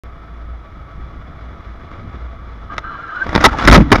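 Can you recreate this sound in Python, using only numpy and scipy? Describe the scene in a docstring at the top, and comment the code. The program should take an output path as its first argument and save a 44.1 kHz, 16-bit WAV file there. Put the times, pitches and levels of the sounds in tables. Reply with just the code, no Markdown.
"""Open road, heard from inside a closed housing on a motorcyclist's helmet.
A wavering sine is the low engine drone; shaped noise is wind and road hiss. The rider brakes and a tyre
squeals: narrow noise bands around tones. The bike clips a car and falls: blows of crunch, cracks in a
plastic shell and low thumps, with rubbing tones and gritty scraping, overload the small recorder."""
import sys
import numpy as np
from scipy import signal
from scipy.fft import rfft, irfft
from scipy.io import wavfile

SR = 44100
rng = np.random.default_rng(int(sys.argv[2]) if len(sys.argv) > 2 else 0)


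def wrap_up_sound(samples):
    """Save the sound to the file named by the first command line argument, as 16-bit audio."""
    columns = np.atleast_2d(samples).T
    # keep every value between -1 and 1, then stretch to whole-number steps
    tamed = np.clip(columns, -1, 1)
    steps = np.round(tamed * 32767).astype(np.int16)
    wavfile.write(sys.argv[1], SR, steps)


N = 176400
TIME_S = np.arange(N) / SR

# blows: t/s, length/s, crunch level/dB, crack drive/dB, thump level/dB, thump f/Hz
BLOWS = [(2.766, 0.0017, -33, -34, -58, 200), (2.7808, 0.0021, -21.5, -0.5, -26, 300),
         (3.266, 0.005, -22.5, -26.5, -41.5, 80.4), (3.292, 0.0034, -30, -16, -13, 59),
         (3.3295, 0.0064, -21.5, -20, -27, 98), (3.344, 0.0045, -15.5, -36, -39, 200),
         (3.3509, 0.0021, -6.5, 2.5, -35, 200), (3.3595, 0.0017, -1, 5, 3, 204),
         (3.3775, 0.0023, -7.5, -19, -5.5, 108), (3.407, 0.0084, -17.5, -10, -30, 101),
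         (3.4408, 0.0043, 3.5, 19.5, -14, 119), (3.451, 0.0092, 8.5, 19, 10.5, 894),
         (3.517, 0.0036, -42, -25, -6.5, 54.6), (3.585, 0.004, -20.5, -16, -27, 55),
         (3.651, 0.0038, -18, -5.5, -11, 82.5), (3.675, 0.01, 9.5, 15.5, 7.5, 58.5),
         (3.698, 0.0026, -24, -1, 4, 66), (3.713, 0.0047, -2, 12, 14, 54.7),
         (3.726, 0.0058, 13.5, -6, 20.5, 84), (3.737, 0.0097, 8.5, 18, 7.5, 86),
         (3.75, 0.014, 6, 3.5, 8, 50.5), (3.777, 0.01, -10.5, -16.5, 26, 186.6),
         (3.805, 0.0027, -9, -25, 6, 195), (3.819, 0.0044, -19.5, -27, -4, 153),
         (3.904, 0.001, -26, -18, -20, 100), (3.9171, 0.0045, 8.5, 14.5, 21, 257),
         (3.926, 0.0037, 13, -1, -18, 252), (3.939, 0.021, -13, -16.5, -1.5, 86),
         (3.957, 0.0043, -7.5, -4, -18, 205), (3.9833, 0.0023, -16, -14, -29, 150)]
BURST_RISE_S, BURST_T60_S = 0.00027, 0.021
WAVER = 0.012  # relative pitch spread of squeal and rubs


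def blows():
    """Each blow is a crunch through the housing, cracks and a low ringing thump."""
    # crunch spectrum: f/Hz, density/dB per Hz
    crunch_spectrum = [(150, 1), (400, 1), (900, -2.5), (1500, -5.5), (2300, -6), (3000, -28.5),
                       (5000, -19), (7500, -45.5), (10000, -35), (15000, -38.5)]
    thump_cycles, thump_extra_s = 2.75, 0.016  # both lengthen the thump's 60 dB decay
    rough_noise = rng.standard_normal(N) * amp(3.0 * drift(300))
    crunch = housing(colour(rough_noise, crunch_spectrum), share=0.5)
    out = crunch * sum(burst(*row[:3]) for row in BLOWS) + cracks()
    signs = rng.choice([-1, 1], len(BLOWS))
    for (start_s, *_, db, hz), sign in zip(BLOWS, signs):
        first = int(start_s * SR)
        t = np.arange(N - first) / SR
        t60_s = thump_cycles / hz + thump_extra_s
        out[first:] += sign * amp(db - 60 * t / t60_s) * np.sin(2 * np.pi * hz * t)
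    return out


def cracks():
    """A snap at the start of each blow and random clicks during it ring the modes of a plastic shell."""
    # shell modes: f/Hz, relative level/dB, t60/s
    shell = [(680, -10, 0.017), (894, -9, 0.035), (1283, -2.5, 0.019), (1970, -0.5, 0.012),
             (3720, -2.5, 0.0063), (5310, -7, 0.0085), (6100, -4.5, 0.0022), (9650, -23, 0.0031)]
    cracks_per_s, scatter_db = 520, 4.04
    clicks = (rng.random(N) < cracks_per_s / SR) * rng.uniform(-1.56, 1, N)
    clicks = clicks * sum(burst(s, length, db) for s, length, _, db, *_ in BLOWS)
    for start_s, _, _, db, *_ in BLOWS:
        clicks[int(start_s * SR) + 20] += amp(db)  # snap, 20 samples into the blow
    out = 0
    for k, (hz, db, t60_s) in enumerate(shell):
        r, w = amp(-60 / (t60_s * SR)), 2 * np.pi * hz / SR
        drive = 0.34 * clicks * amp(db + scatter_db * rng.standard_normal(N)) + 1e-18
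        ring = signal.lfilter([0, np.sin(w)], [1, -2 * r * np.cos(w), r * r], drive)
        out = out + (-1) ** k * ring  # alternate mode polarity
    return out


def scrape():
    """Scraping on asphalt: dense grit clicks through the housing over a low rumble."""
    # course: t/s, grinding level/dB, rumble level/dB
    course = [(2.86, -62, -72), (3.24, -35.5, -48.5), (3.27, -40, -26), (3.32, -29.5, -28),
              (3.39, -26.5, -16.5), (3.43, -17.5, -22.5), (3.48, -19, -11.5), (3.50, -29, -31),
              (3.56, -30.5, -23), (3.60, -15.5, -31), (3.655, -19, -16), (3.72, -15.5, 5),
              (3.80, -23.5, -2), (3.835, -33, -13.5), (3.89, -55, -21.5), (3.97, -26, -21),
              (4.0, -27, -12.5)]
    # grit spectrum: f/Hz, density/dB per Hz
    grit_spectrum = [(300, -5.5), (900, -0.5), (1400, 2.5), (2300, -7), (3000, -12), (5000, -15),
                     (7500, -24.5), (10000, -34.5), (15000, -43)]
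    rumble_spectrum = [(20, -2.5), (50, 10), (100, 0), (190, -2), (300, 2), (600, -63)]  # f/Hz, dB per Hz
    grits_per_s, grit_spread_db = 2600, 3.5
    grind_db, rumble_db = curves(course)
    hits = rng.random(N) < grits_per_s / SR
    sizes = amp(grit_spread_db * np.minimum(rng.exponential(1, N), 3.0))
    grit = hits * sizes * rng.choice([-1, 1], N)
    rumble = colour(rng.standard_normal(N), rumble_spectrum) * amp(rumble_db)
    grind = housing(colour(grit, grit_spectrum), share=0.53) * amp(grind_db + 2.0 * drift(37))
    return grind + rumble


def squeal():
    """Tyre stick-slip: narrow noise bands around tones; one glides, the others waver in place."""
    # course: t/s, glide f/Hz, glide level/dB, steady-band level/dB
    course = [(2.69, 1282, -50, -71), (2.702, 1242, -28, -35.5), (2.75, 1260, -40, -37),
              (2.825, 1280, -49, -47), (2.845, 1270, -32.5, -31.5), (2.885, 1340, -28.5, -36),
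              (2.95, 1380, -39, -31.5), (3.01, 1400, -32, -39.5), (3.08, 1330, -32, -33),
              (3.125, 1240, -31.5, -32), (3.17, 1495, -24.5, -30), (3.203, 1450, -27.5, -27.5),
              (3.222, 1570, -19.5, -48), (3.245, 1570, -31, -30), (3.27, 1575, -59.5, -58)]
    # steady bands: f/Hz, noise width/Hz, level re steady-band level/dB
    steady_bands = [(1210, 107, -3.5), (1576, 110, -4), (2960, 320, -19.5), (4060, 150, -23.5)]
    glide_width_hz, pure_at_db = 64, -30.5
    flicker_hz, flicker_db = 60, 0.36
    glide_hz, glide_db, steady_db = curves(course)
    bands = [(glide_hz, glide_width_hz, glide_db)]
    bands += [(hz, width_hz, db + steady_db) for hz, width_hz, db in steady_bands]
    out = 0
    for hz, width_hz, db in bands:
        phase = 2 * np.pi * np.cumsum(hz * (1 + WAVER * drift(12))) / SR
        tone = np.clip(amp(db - pure_at_db), 1.4, 5)  # louder is purer
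        band = (drift(width_hz) + tone) * np.cos(phase) + drift(width_hz) * np.sin(phase)
        out = out + unit(band) * amp(db + flicker_db * drift(flicker_hz))
    return out


def rubs():
    """Rubber and panels rub or ring: short rough tones swell and fade on wavering glides."""
    # rubs: t/s, length/s, first f/Hz, last f/Hz, level/dB
    rub_tones = [(2.7806, 0.0038, 1950, 1950, -15), (2.832, 0.061, 1570, 1530, -36),
                 (2.895, 0.083, 1190, 1130, -33.5), (3.069, 0.064, 1600, 1520, -35),
                 (3.479, 0.036, 1330, 1263, -28.5), (3.535, 0.02, 880, 840, -24.5),
                 (3.675, .015, 2000, 1206, 9), (3.751, .01, 1250, 1210, 2),
                 (3.951, 0.011, 1250, 1400, -15.5)]
    rough_db = 4
    waver = 1 + WAVER * (drift(31.5) + 2 * drift(200))
    rough = amp(rough_db * drift(200))
    out = 0
    for start_s, length_s, first_hz, last_hz, db in rub_tones:
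        along = np.clip((TIME_S - start_s) / length_s, 0, 1)
        hz = (first_hz + (last_hz - first_hz) * along) * waver
        swell = np.sqrt(np.abs(np.sin(np.pi * along))) * (along < 1)
        out = out + np.sqrt(2) * amp(db) * swell * np.sin(2 * np.pi * np.cumsum(hz) / SR)
    return out * rough


def engine():
    """The firing tone: a sine of slightly unsteady pitch, faded out after its last row."""
    # drone: t/s, f/Hz, level/dB
    drone = [(0.05, 58.6, -33), (0.26, 53.6, -37), (0.53, 57.7, -25.5), (0.72, 54.8, -49),
             (0.74, 55.7, -30.5), (0.9, 53.3, -44), (1.01, 56.15, -35.5), (1.41, 60.1, -37.5),
             (1.49, 56.7, -31), (1.64, 57.84, -57), (1.67, 55.3, -29.5), (1.91, 57.74, -54.5),
             (2.27, 56.92, -24.5), (2.3, 57.68, -33.5), (2.68, 52.86, -31), (2.89, 54.6, -42),
             (3.0, 56.8, -58)]
    fade_s = 0.2
    hz, db = curves(drone)
    fade = np.clip((drone[-1][0] + fade_s - TIME_S) / fade_s, 0, 1)
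    unsteady_hz = hz * (1 + 0.022 * drift(7.6))
    return np.sqrt(2) * fade * amp(db) * np.sin(2 * np.pi * np.cumsum(unsteady_hz) / SR)


def ride():
    """Lumpy wind below; road hiss and mount-shaking bumps ring in the housing above."""
    # course: t/s, wind level before lift/dB, hiss level before lift/dB
    course = [(0.05, -48.5, -49.5), (0.49, -47.5, -50), (1.52, -44, -47.5), (1.74, -45, -47),
              (2.0, -41.5, -47.5), (2.13, -42, -47), (2.38, -45.5, -48), (2.72, -43.5, -47),
              (2.93, -47.5, -44.5), (3.16, -49.5, -46), (3.25, -44, -39)]
    # wind spectrum: f/Hz, density/dB per Hz
    wind_spectrum = [(12, -24.5), (20, 0.5), (42, -13.5), (59, -5), (135, -14.5), (312, -23), (500, -39),
                     (650, -74.5)]
    # hiss spectrum: f/Hz, density/dB per Hz
    hiss_spectrum = [(300, -5.5), (500, -3.5), (1000, -7.5), (1600, -10), (2300, -8.5), (2700, -21.5),
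                     (4000, -20.5), (6000, -28.5), (7500, -37.5), (12000, -81)]
    # road bumps: t/s, length/s, level/dB
    bumps = [(1.911, 0.055, -39), (2.132, 0.027, -37), (2.712, 0.032, -34)]
    wind_lift_db, hiss_lift_db = 10.0, 6.5
    low_db, high_db = curves(course)
    wind = colour(rng.standard_normal(N), wind_spectrum) * amp(low_db + wind_lift_db + 2.0 * drift(8.4))
    hiss = housing(colour(rng.standard_normal(N), hiss_spectrum))
    hiss = hiss * amp(high_db + hiss_lift_db + 1.0 * drift(25))
    shake = housing(colour(rng.standard_normal(N) * amp(4.4 * drift(150)), hiss_spectrum))
    return wind + hiss + shake * sum(burst(*row) for row in bumps)


def housing(x, share=1):
    """Each resonance lifts or cuts its band by share of its dB; the result has rms 1."""
    # housing resonances: f/Hz, width/Hz, boost at share 1/dB
    resonances = [(310.7, 51, 6.5), (672, 32, 8.5), (1143, 22.4, 10), (1296, 203, 9), (2555, 400, -3.5),
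                  (2900, 70, 6.5), (3420, 86, 11), (4170, 230, 3), (4320, 380, -13)]
    for hz, width_hz, db in resonances:
        r, w = np.exp(-np.pi * width_hz / SR), 2 * np.pi * hz / SR
        numerator = np.array([1, 0, -1]) * (1 - r * r) / 2
        band = signal.lfilter(numerator, [1, -2 * r * np.cos(w), r * r], x)
        x = x + (amp(db * share) - 1) * band
    return unit(x)


def burst(start_s, length_s, db):
    """Envelope that rises fast, holds and decays exponentially."""
    t = TIME_S - start_s
    decay_db = 60 * np.clip(t - length_s, 0, 1) / BURST_T60_S
    return np.clip(t / BURST_RISE_S, 0, 1) * amp(db - decay_db)


def colour(x, spectrum):
    """Shape by a spectrum with a minimum-phase filter (folded cepstrum), to rms 1."""
    size = 8192
    hz, db = np.transpose(spectrum)
    bins_hz = np.arange(size // 2 + 1) * SR / size
    log_gain = np.interp(np.log(bins_hz + 1), np.log(hz), db) * np.log(10) / 20
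    cepstrum = irfft(log_gain)
    cepstrum[1:size // 2] *= 2
    cepstrum[size // 2 + 1:] = 0
    impulse = irfft(np.exp(rfft(cepstrum)))
    return unit(signal.fftconvolve(x, impulse)[:N])


def drift(rate_hz):
    """Random wander of spread 1: noise through two equal poles at rate_hz."""
    step, settle = 20, 4000  # computed every 20 samples, start-up dropped
    r = np.exp(-2 * np.pi * step * rate_hz / SR)
    noise = rng.standard_normal(N // step + settle + 2)
    slow = signal.lfilter([1], [1, -2 * r, r * r], noise)[settle:]
    return np.interp(np.arange(N) / step, np.arange(len(slow)), unit(slow))


def curves(rows):
    """Table columns as signals in time, linear between rows."""
    s, *columns = np.transpose(rows)
    return [np.interp(TIME_S, s, c) for c in columns]


def unit(x):
    """Scale to rms 1."""
    return x / np.sqrt(np.mean(x ** 2) + 1e-20)


def amp(db):
    """Decibels to gain."""
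    return 10 ** (np.asarray(db) / 20)


def scene():
    """All sources, mono."""
    return (engine() + ride() + squeal() + rubs() + blows() + scrape())[None, :]


def record(dry):
    """Hard overload with drooping tops, a dull top end with a narrow dip, self noise, a steep cutoff."""
    overload, droop_hz, self_noise_db = 0.92, 14, -77
    roll_off_hz, dip_hz, dip_width_hz, stopband_hz = 4670, 7960, 1180, 15900
    start_s = 0.036  # silence before this
    x = np.clip(dry[0], -overload, overload)
    x = signal.lfilter(*signal.butter(1, droop_hz, "high", fs=SR), x)
    x = signal.lfilter(*signal.butter(1, roll_off_hz, fs=SR), x)
    x = x - signal.lfilter(*signal.iirpeak(dip_hz, dip_hz / dip_width_hz, fs=SR), x)
    x = np.clip(x + amp(self_noise_db) * rng.standard_normal(N), -1, 1)
    x = x * (TIME_S > start_s)
    return signal.sosfilt(signal.cheby2(12, 40, stopband_hz, fs=SR, output="sos"), x)[None, :]


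dry = scene()
out = record(dry)
wrap_up_sound(out)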